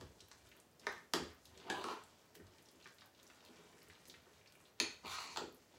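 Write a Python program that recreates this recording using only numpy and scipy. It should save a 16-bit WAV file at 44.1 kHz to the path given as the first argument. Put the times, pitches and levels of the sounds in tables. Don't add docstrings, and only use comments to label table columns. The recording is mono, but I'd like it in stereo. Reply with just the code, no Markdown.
import sys
import numpy as np
from scipy import signal
from scipy.fft import rfft, irfft
from scipy.io import wavfile

SR = 44100
rng = np.random.default_rng(int(sys.argv[2]) if len(sys.argv) > 2 else 0)


def master(y):
    cut = np.clip(np.atleast_2d(y).T, -1, 1)
    pcm = np.round(cut * 32767)
    wavfile.write(sys.argv[1], SR, pcm.astype(np.int16))


def voltage_ratio(level):
    return 10 ** (np.asarray(level, float) / 20)


N = 255162


def evened(x):
    return x / np.sqrt(np.mean(x ** 2) + 1e-20)


def read(points, hz):
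    f, value = np.transpose(points)
    return np.interp(np.log(hz + 1), np.log(f + 1), value)


def add(mix, s, sound):
    part = mix[round(s * SR):][:len(sound)]
    part += sound[:len(part)]


def hump(centre_hz, octaves):
    return lambda hz: np.exp(-.5 * (np.log2((hz + 1) / centre_hz) / octaves) ** 2)


def coloured(x, gain):
    return evened(irfft(rfft(x) * gain(np.fft.rfftfreq(N, 1 / SR)), N))


def ring(modes, contact_s, travel_s=0., length_s=.08):
    struck = 0
    time = np.arange(round(length_s * SR)) / SR
    for k, (hz, width, db) in enumerate(modes):
        t = np.maximum(time - travel_s * np.sqrt(1000 / hz), 0)
        fade = np.exp(-np.pi * width * t)
        onset = 1 - np.exp(-t / contact_s)
        struck = struck + (-1) ** k * voltage_ratio(db) * width * fade * np.sin(2 * np.pi * hz * t) * onset
    return struck / abs(struck).max()


def slips(per_s, spread_db):
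    size = voltage_ratio(spread_db * np.minimum(rng.exponential(1, N), 4)) * rng.choice([-1., 1.], N)
    return size * (rng.random(N) < per_s / SR)


def clumps(per_s, depth_db):
    knots = rng.standard_normal(200)
    return voltage_ratio(depth_db * np.interp(np.arange(N) / SR * per_s, np.arange(len(knots)), knots))


# t/s, peak level/dB, tilt/dB per octave.
BOTTOM_MODES = [(420, 135, 0), (780, 300, -7), (1180, 404, -3.5), (1710, 260, 1), (2050, 418, -3.5),
                (3100, 602, -26), (3870, 802, -7), (5000, 800, -9.5), (6000, 800, -12), (9800, 2800, -17)]
BOTTOM_KNOCKS = [(0.8677, -23, -0.014), (0.871, -31.5, -0.67)]
FLAT_MODES = [(814, 580, -7), (1120, 450, 0.5), (1680, 180, -2), (2310, 580, -13), (3180, 880, 1.5),
              (3950, 630, -10), (4690, 470, -2.5), (5500, 900, -4.5), (7000, 2200, 2), (11000, 5300, -4),
              (14500, 5200, -34)]
FLAT_KNOCKS = [(0.0106, -42.5, -1.5), (1.1345, -42, 0), (1.1359, -17.5, 0), (1.1374, -29, 0.5),
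               (1.1391, -32.5, -1)]
WALL_MODES = [(806, 81, 2), (1655, 88, 4.5), (2320, 710, -9), (3140, 570, -4.5), (3850, 900, -9),
              (4800, 410, -9), (6520, 1400, -10), (7800, 2900, -6.5), (11000, 2000, -13.5)]
WALL_KNOCKS = [(1.7, -25, -0.1)]
HEEL_MODES = [(906, 400, -5), (1090, 37, -3.5), (1300, 140, -1), (2800, 2100, -4), (5430, 800, -12),
              (9000, 2200, -10)]
HEEL_KNOCKS = [(1.841, -31, -1)]
DULL_KNOCKS = [(1.681, -44, -4), (1.695, -46, -8), (1.885, -30.5, -4.5), (1.9112, -36.5, -6),
               (5.048, -49, -4), (5.064, -42, -8), (5.183, -37, -6), (5.241, -44, -2)]
CURVE_MODES = [(893, 210, 4.5), (1375, 350, 1.5), (2820, 660, -4), (3460, 160, -2.5), (4370, 990, 1.5),
               (6740, 1400, -6.5), (7650, 790, -10), (11600, 4100, -23)]
CURVE_KNOCKS = [(5.3602, -33, -2.5), (5.3704, -32, 2.5), (5.372, -24, 1.4)]
RIM_MODES = [(956, 150, -1.5), (2250, 750, 4), (1500, 340, -21), (2490, 380, 4), (3300, 650, 2),
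             (4010, 580, 1.5), (4400, 400, 6), (5220, 1000, 0), (6500, 560, 6.5), (9190, 550, -3.5),
             (10170, 1500, -6.5), (13500, 2200, -13)]
RIM_KNOCKS = [(4.8, -15, -0.043), (4.8016, -22.5, -0.5), (4.8039, -30, -0.5)]


def knocks():
    out = np.zeros(N)
    spots = [
        (BOTTOM_MODES, BOTTOM_KNOCKS),
        (FLAT_MODES, FLAT_KNOCKS),
        (WALL_MODES, WALL_KNOCKS),
        (HEEL_MODES, HEEL_KNOCKS + DULL_KNOCKS),
        (CURVE_MODES, CURVE_KNOCKS),
        (RIM_MODES, RIM_KNOCKS),
    ]
    for modes, hits in spots:
        for s, db, tilt_db in hits:
            tilted = [(hz, width, d + tilt_db * np.log2(hz / 1000)) for hz, width, d in modes]
            add(out, s, voltage_ratio(db - 2.0) * ring(tilted, contact_s=0.00063, travel_s=0.0012))
    return signal.sosfilt(signal.butter(2, 350, "high", fs=SR, output="sos"), out)


# f/Hz, width/Hz, level/dB
TABLE_MODES = [(164.3, 15, -4.5), (259, 59, 0.5), (313, 38, 2.5), (360.4, 57, -4), (420, 31, 2),
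               (492, 264, -0.5), (618, 260, -6.5)]
# t/s, peak level/dB, boom level of the legs/dB, pitch f/Hz
THUMPS = [(0.013, -48, -46, 252), (0.219, -59, -51, 264), (0.549, -73, -78, 312), (0.869, -47, -72, 330),
          (1.137, -30.5, -66, 325), (1.199, -37.5, -48, 224), (1.247, -54, -61, 428),
          (1.468, -63, -55, 161), (1.579, -57, -75, 299), (1.699, -35, -47, 320), (1.779, -43.5, -82, 423),
          (1.843, -40.5, -74, 446), (1.908, -45.5, -90, 477), (2.36, -58, -81, 463), (2.394, -49, -87, 245),
          (2.745, -58, -59, 303), (2.859, -57, -68, 260), (3.487, -54.5, -82, 265),
          (3.587, -54.5, -76, 260), (3.645, -62, -72, 264), (4.264, -60, -75, 430), (4.804, -36, -70, 313),
          (5.042, -46, -80, 250), (5.373, -44, -78, 433), (5.413, -40, -73, 457), (5.469, -49, -73, 252)]


def thumps():
    out = np.zeros(N)
    t = np.arange(round(.2 * SR)) / SR
    swell = t / 0.054 * np.exp(1 - t / 0.018)
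    for s, db, boom_db, centre_hz in THUMPS:
        near = [(hz, width, d - 7.6 * abs(np.log2(hz / centre_hz))) for hz, width, d in TABLE_MODES]
        add(out, s, voltage_ratio(db - 2) * ring(near, contact_s=0.0021))
        boom_hz = rng.uniform(66.6, 91.6)
        add(out, s, voltage_ratio(boom_db - 7.0) * np.sin(2 * np.pi * boom_hz * t) * swell)
    return out


def resonate(x, hz, width):
    turn = np.exp(2j * np.pi * np.cumsum(hz) / SR)
    r = np.exp(-np.pi * width / SR)
    return 2 * (turn * signal.lfilter([1 - r], [1, -r], x / turn)).real


def dragged(grit, modes):
    total = 0
    for k, (hz, width, db) in enumerate(modes):
        patchy = grit * clumps(30, 1.7)
        wandering_hz = hz * clumps(14, 0.27)
        total = total + (-1) ** k * voltage_ratio(db) * resonate(patchy, wandering_hz, width)
    return evened(total)


# t/s, pressure level/dB, speed as brightness level/dB, hollow tone f/Hz
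SCRAPES = [
    [(1.662, -54, -11, 835), (1.69, -51, -32, 835), (1.702, -43.5, -3, 820), (1.72, -47.5, -18, 814),
     (1.826, -46.5, -15, 940), (1.87, -56, -4.5, 1090), (1.915, -50.5, -5.5, 1090),
     (1.95, -60.5, -11, 1090), (2.0, -77, -6, 1090)],
    [(5.03, -62, -28, 919), (5.055, -43, -14, 930), (5.075, -48, -4.5, 1010), (5.145, -46.5, -1.5, 1320),
     (5.185, -49.5, -0.5, 1170), (5.215, -57.5, 1.5, 1170), (5.25, -51, -3, 1100), (5.3, -57, -1, 1010),
     (5.37, -57, 5.5, 960)],
    [(5.355, -50, -8, 915), (5.376, -51, -6, 910), (5.4, -65, -2, 920), (5.46, -55, -2, 1240)],
]
# f/Hz, width/Hz, level/dB
DRAG_MIDDLE = [
    [(2200, 600, -4), (3000, 280, 5), (3800, 950, 0), (4850, 470, 0.5)],
    [(2020, 790, -5), (2830, 620, -4), (3640, 780, -5.5), (4510, 500, -0.5)],
]
# f/Hz, width/Hz, level/dB
DRAG_HIGH = [(5940, 470, 7.5), (6450, 460, 7), (7460, 700, 0.5), (9500, 2400, -2.5), (11240, 2800, -11.5)]


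def scrapes():
    t = np.arange(N) / SR
    out = np.zeros(N)
    grit = slips(per_s=3200, spread_db=3.2) * clumps(34, 1.5)
    high, top = dragged(grit, DRAG_HIGH[:3]), dragged(grit, DRAG_HIGH[3:])
    for rows, modes in zip(SCRAPES, DRAG_MIDDLE + DRAG_MIDDLE[1:]):
        s, *controls = np.transpose(rows)
        pressure_db, speed_db, hollow_hz = (np.interp(t, s, v) for v in controls)
        hollow = evened(resonate(resonate(grit, hollow_hz, 540), hollow_hz, 540))
        middle = voltage_ratio(4.5 + 0.58 * speed_db) * dragged(grit, modes)
        bright = voltage_ratio(speed_db) * high + voltage_ratio(1.3 * speed_db - 9.5) * top
        fade = np.interp(t, [s[0], s[0] + 0.01, s[-1] - .04, s[-1]], [0, 1, 1, 0])
        out += voltage_ratio(pressure_db - 8.5) * fade * (hollow + middle + bright)
    return out


def tears(rows, snap_s, crackle_level, crackle_s):
    out, size = np.zeros(N), 2048
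    t, hz = np.arange(size) / SR, np.fft.rfftfreq(size, 1 / SR)
    fade = np.exp(-t / snap_s) + crackle_level * np.exp(-t / crackle_s)
    envelope = fade * np.minimum(t / 0.00031, 1)
    for s, db, centre_hz, octaves in rows:
        noise = rng.standard_normal(size)
        band = hump(centre_hz, np.clip(octaves, .2, 2))(hz)
        burst = irfft(rfft(noise) * band, size) * envelope
        add(out, s, voltage_ratio(db) * burst / abs(burst).max())
    return out


SMACKS = [(0.2044, -49.5, 4330, 0.4), (0.3142, -47.5, 1550, 0.9), (0.4694, -53.5, 3760, 0.79),
          (0.5157, -55, 2230, 0.38), (0.7961, -50.5, 5500, 0.62), (1.4556, -47.5, 4240, 0.43),
          (1.5509, -59, 3440, 0.22), (2.3521, -46.5, 2900, 1.8), (2.3995, -55.5, 1560, 0.18),
          (2.583, -56, 3560, 0.62), (2.6866, -51, 4700, 0.57), (2.8, -57, 2840, 0.94),
          (2.8294, -59, 3260, 0.4), (2.8574, -46.5, 1500, 0.55), (2.9846, -49, 2500, 0.81),
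          (3.0091, -51, 3580, 0.51), (3.02, -50.5, 1350, 0.34), (3.1482, -58, 3470, 0.55),
          (3.267, -55, 5700, 0.16), (3.3004, -48.5, 1520, 1.03), (3.8995, -47.5, 1950, 0.52),
          (3.9524, -53, 3600, 0.28), (4.0542, -48, 4400, 0.84), (4.0981, -42, 4240, 0.62),
          (4.14, -48, 2260, 0.55), (4.359, -58, 3660, 0.75), (4.4737, -57, 4800, 0.25),
          (4.5226, -62, 2660, 0.49), (4.6543, -56, 3500, 0.25), (5.6246, -62, 2590, 1.1)]
TICKS = [(0.2077, -51.5, 7190, 0.41), (0.3147, -45, 5500, 0.39), (0.6, -49.5, 8000, 0.36),
         (0.979, -55, 6300, 0.57), (1.4537, -49.5, 7000, 0.7), (1.5759, -46, 5000, 0.53),
         (2.0373, -53, 8550, 0.28), (2.8737, -51, 5270, 0.67), (3.276, -56, 5670, 0.35),
         (3.7826, -54.5, 5960, 0.76), (3.8198, -52.5, 5740, 0.48), (3.4497, -51.5, 4900, 0.32),
         (4.3326, -62, 7660, 0.71), (4.5226, -52, 6060, 0.84), (2.4678, -55, 5500, 0.41),
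         (5.756, -59, 3500, 0.5)]
FINE_TICKS = [(2.2538, -66, 13500, 0.6), (2.3477, -54, 10600, 1), (2.6249, -56, 9740, 0.79),
              (2.714, -55, 12100, 0.55), (2.9444, -59, 12500, 0.54), (3.0587, -50, 12000, 0.81),
              (3.23, -52, 7500, 0.76), (0.921, -56, 12000, 0.5), (1.237, -54, 11500, 0.5),
              (1.347, -58, 11500, 0.6), (1.333, -62, 13500, 0.3), (4.552, -58, 9500, 0.4),
              (4.603, -65, 7500, 0.45), (3.276, -57, 10500, 0.6), (3.4497, -56, 13100, 0.66),
              (3.8295, -54, 11300, 0.44), (3.8846, -55, 9080, 0.41), (4.083, -49, 9300, 0.75),
              (5.3725, -47, 11000, 0.74), (5.525, -59, 12000, 0.4), (5.546, -53, 11000, 0.22)]
SMEARS = [(0.193, -59, 4500, 0.36), (0.2838, -56, 5000, .8), (0.2845, -61, 13500, .3),
          (0.49, -61, 13500, .3), (0.566, -57, 11500, .4), (0.713, -66, 8500, .3), (0.33, -54, 6000, .4),
          (2.215, -65, 5000, .4), (2.257, -67, 7500, .3), (2.5362, -58.5, 2400, .4),
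          (2.6584, -57, 5500, 0.24), (2.8121, -56.5, 3000, .3), (2.825, -54, 3800, .6),
          (2.843, -51, 4000, 0.77), (2.866, -52, 3800, .4), (2.885, -61, 4000, .5), (3.023, -54, 3800, .5),
          (3.06, -62, 5500, .4), (3.4053, -55, 3500, .5), (3.44, -59, 5200, .3), (3.5589, -57, 6000, 0.28),
          (3.905, -56, 3800, 0.25), (4.066, -58, 7000, .5), (4.075, -54, 9000, .4), (4.4125, -56, 2300, .3),
          (4.4594, -56, 2500, .5), (4.553, -55.5, 2200, 0.42), (4.6045, -61, 1500, .5),
          (4.662, -57, 3800, .3)]


def mash():
    smacks = tears(SMACKS, snap_s=0.00045, crackle_level=0.29, crackle_s=0.01)
    ticks = tears(TICKS + FINE_TICKS, snap_s=0.00047, crackle_level=0.13, crackle_s=0.0085)
    smears = tears(SMEARS, snap_s=0.0008, crackle_level=0.33, crackle_s=0.0077)
    return smacks + ticks + smears


def bubbles(low_hz, high_hz, per_s, spread_db, patchy_db):
    total = 0
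    for hz in np.geomspace(low_hz, high_hz, 4):
        pops = slips(per_s, spread_db) * clumps(26, patchy_db)
        total = total + coloured(pops, hump(hz, 0.42))
    return evened(total)


# t/s, effort level/dB
STIR = [(0.0, -58.5), (0.08, -72), (0.55, -69), (0.9, -57), (1.02, -70), (1.22, -55.5), (1.42, -77),
        (1.62, -59.5), (1.9, -57), (2.1, -71.5), (2.75, -70.5), (3.5, -65.5), (4.1, -69), (4.62, -72.5),
        (4.85, -60), (5.33, -68.5), (5.5, -76), (5.79, -66.5)]
# start t/s, length/s, depth level/dB
PAUSES = [(0.63, 0.16, -26), (0.815, 0.022, -3), (1.067, 0.052, -22), (2.936, 0.068, -8),
          (3.087, 0.069, -15), (4.71, 0.055, -23), (4.97, 0.033, -17), (5.56, 0.14, -2.5)]
# t/s, table tremble level/dB, leg sway level/dB
LEANS = [(.04, -58.5, -52), (.45, -103, -69), (.92, -70, -88), (1.219, -58, -57.5), (1.5, -89, -70),
         (1.57, -74, -87), (1.75, -53.5, -75), (1.88, -71, -96), (2.03, -89, -77), (2.45, -70, -65.5),
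         (3.9, -85, -71.5), (4.09, -78, -89), (4.2, -98, -71), (4.38, -106, -80), (4.84, -77, -68),
         (4.93, -90, -89), (5.1, -87, -67), (5.31, -72, -96), (5.45, -58.5, -65.5), (5.78, -73, -75)]


def stirring():
    t = np.arange(N) / SR
    effort_db = np.interp(t, *np.transpose(STIR))
    for s, length, depth_db in PAUSES:
        inside = np.minimum(t - s, s + length - t)
        effort_db = effort_db + depth_db * np.clip(inside / 0.03 + 1, 0, 1)
    fizz_db = -66.5 + 0.38 * (effort_db + 65.5)
    tremble, sway = voltage_ratio(effort_db - 11.5), voltage_ratio(effort_db - 20)
    for s, tremble_db, sway_db in LEANS:
        lean = np.exp(-abs(t - s) / 0.04)
        tremble = tremble + voltage_ratio(tremble_db) * lean
        sway = sway + voltage_ratio(sway_db) * lean
    rumble = evened(signal.oaconvolve(slips(150, 4.7), ring(TABLE_MODES, contact_s=0.0014))[:N])
    squelch = bubbles(800, 3300, per_s=400, spread_db=4.5, patchy_db=3.5)
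    fizz = bubbles(4450, 7870, per_s=390, spread_db=2.8, patchy_db=4.4)
    boom = coloured(rng.standard_normal(N), hump(65.4, 0.5))
    wet = voltage_ratio(effort_db - 7) * squelch + voltage_ratio(fizz_db - 10.5) * fizz
    return tremble * rumble + wet + sway * boom


# delay t/s, level/dB
ECHOES = [(.0021, -14), (.0036, -8), (.008, -14.5), (.0155, -15.5), (.021, -17)]
# f/Hz, t/s
FADE_TIMES = [(80, 0.37), (300, 0.22), (1000, 0.36), (3000, 0.37), (7000, 0.33), (14000, 0.16)]
# f/Hz, level/dB
ROOM_LEVELS = [(80, 0), (400, 3), (1500, 2.5), (5000, -0.5), (14000, -0.5)]


def kitchen(x):
    out, t = x.copy(), np.arange(N) / SR
    dull = signal.sosfilt(signal.butter(2, 6640, fs=SR, output="sos"), x)
    for k, (delay, db) in enumerate(ECHOES):
        add(out, delay, (-1) ** k * voltage_ratio(db) * dull)
    for k in range(3):
        taps = np.zeros(SR // 2)
        at = np.arange(200, SR // 2 - 12, 12)
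        taps[at + rng.integers(0, 12, len(at))] = rng.choice([-1., 1.], len(at))
        taps *= 1 - np.exp(-np.arange(len(taps)) / SR / 0.0036)
        hz, s, z = signal.stft(taps, SR, nperseg=256)
        decay = voltage_ratio(-60 * s / read(FADE_TIMES, hz)[:, None])
        decay = decay / np.linalg.norm(decay, axis=1)[:, None]
        decay = decay * voltage_ratio(read(ROOM_LEVELS, hz))[:, None]
        tail = signal.istft(z * decay, SR, nperseg=256)[1] * np.sqrt(12 / 128)
        turn = np.sqrt(2 / 3) * np.cos(np.pi * (t / .7 + k / 3))
        out += signal.oaconvolve(x * turn, tail)[:N]
    return out


# f/Hz, level/dB per Hz
HISS = [(15, -36), (25, -5), (165, -4), (620, -6.5), (857, -12), (1180, -15), (1900, -17), (15800, -29)]


def hiss():
    noise = rng.standard_normal(N)
    return voltage_ratio(-71) * coloured(noise, lambda hz: voltage_ratio(read(HISS, hz)) * (hz < 15880))


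def scene():
    wet = mash()
    room_share = .7
    bowl = knocks() + thumps() + scrapes() + stirring() + room_share * wet
    mono = kitchen(bowl) + (1 - room_share) * wet + hiss()
    return np.array([mono, mono])


def band_limit(x):
    return signal.sosfilt(signal.butter(12, 16760, fs=SR, output="sos"), x)


# f/Hz, level/dB
TREBLE_COLOUR = [(7900, 0.53), (8500, -1.5), (16000, 4)]


def record(dry):
    heard = irfft(rfft(dry) * voltage_ratio(read(TREBLE_COLOUR, np.fft.rfftfreq(N, 1 / SR))), N)
    heard = signal.sosfilt(signal.butter(4, 60, "high", fs=SR, output="sos"), heard)
    limit = .13
    rounded = limit * np.tanh(heard / limit)
    finished = signal.sosfilt(signal.butter(30, 15900, fs=SR, output="sos"), rounded)
    return band_limit(finished)


dry = scene()
out = record(dry)
master(out)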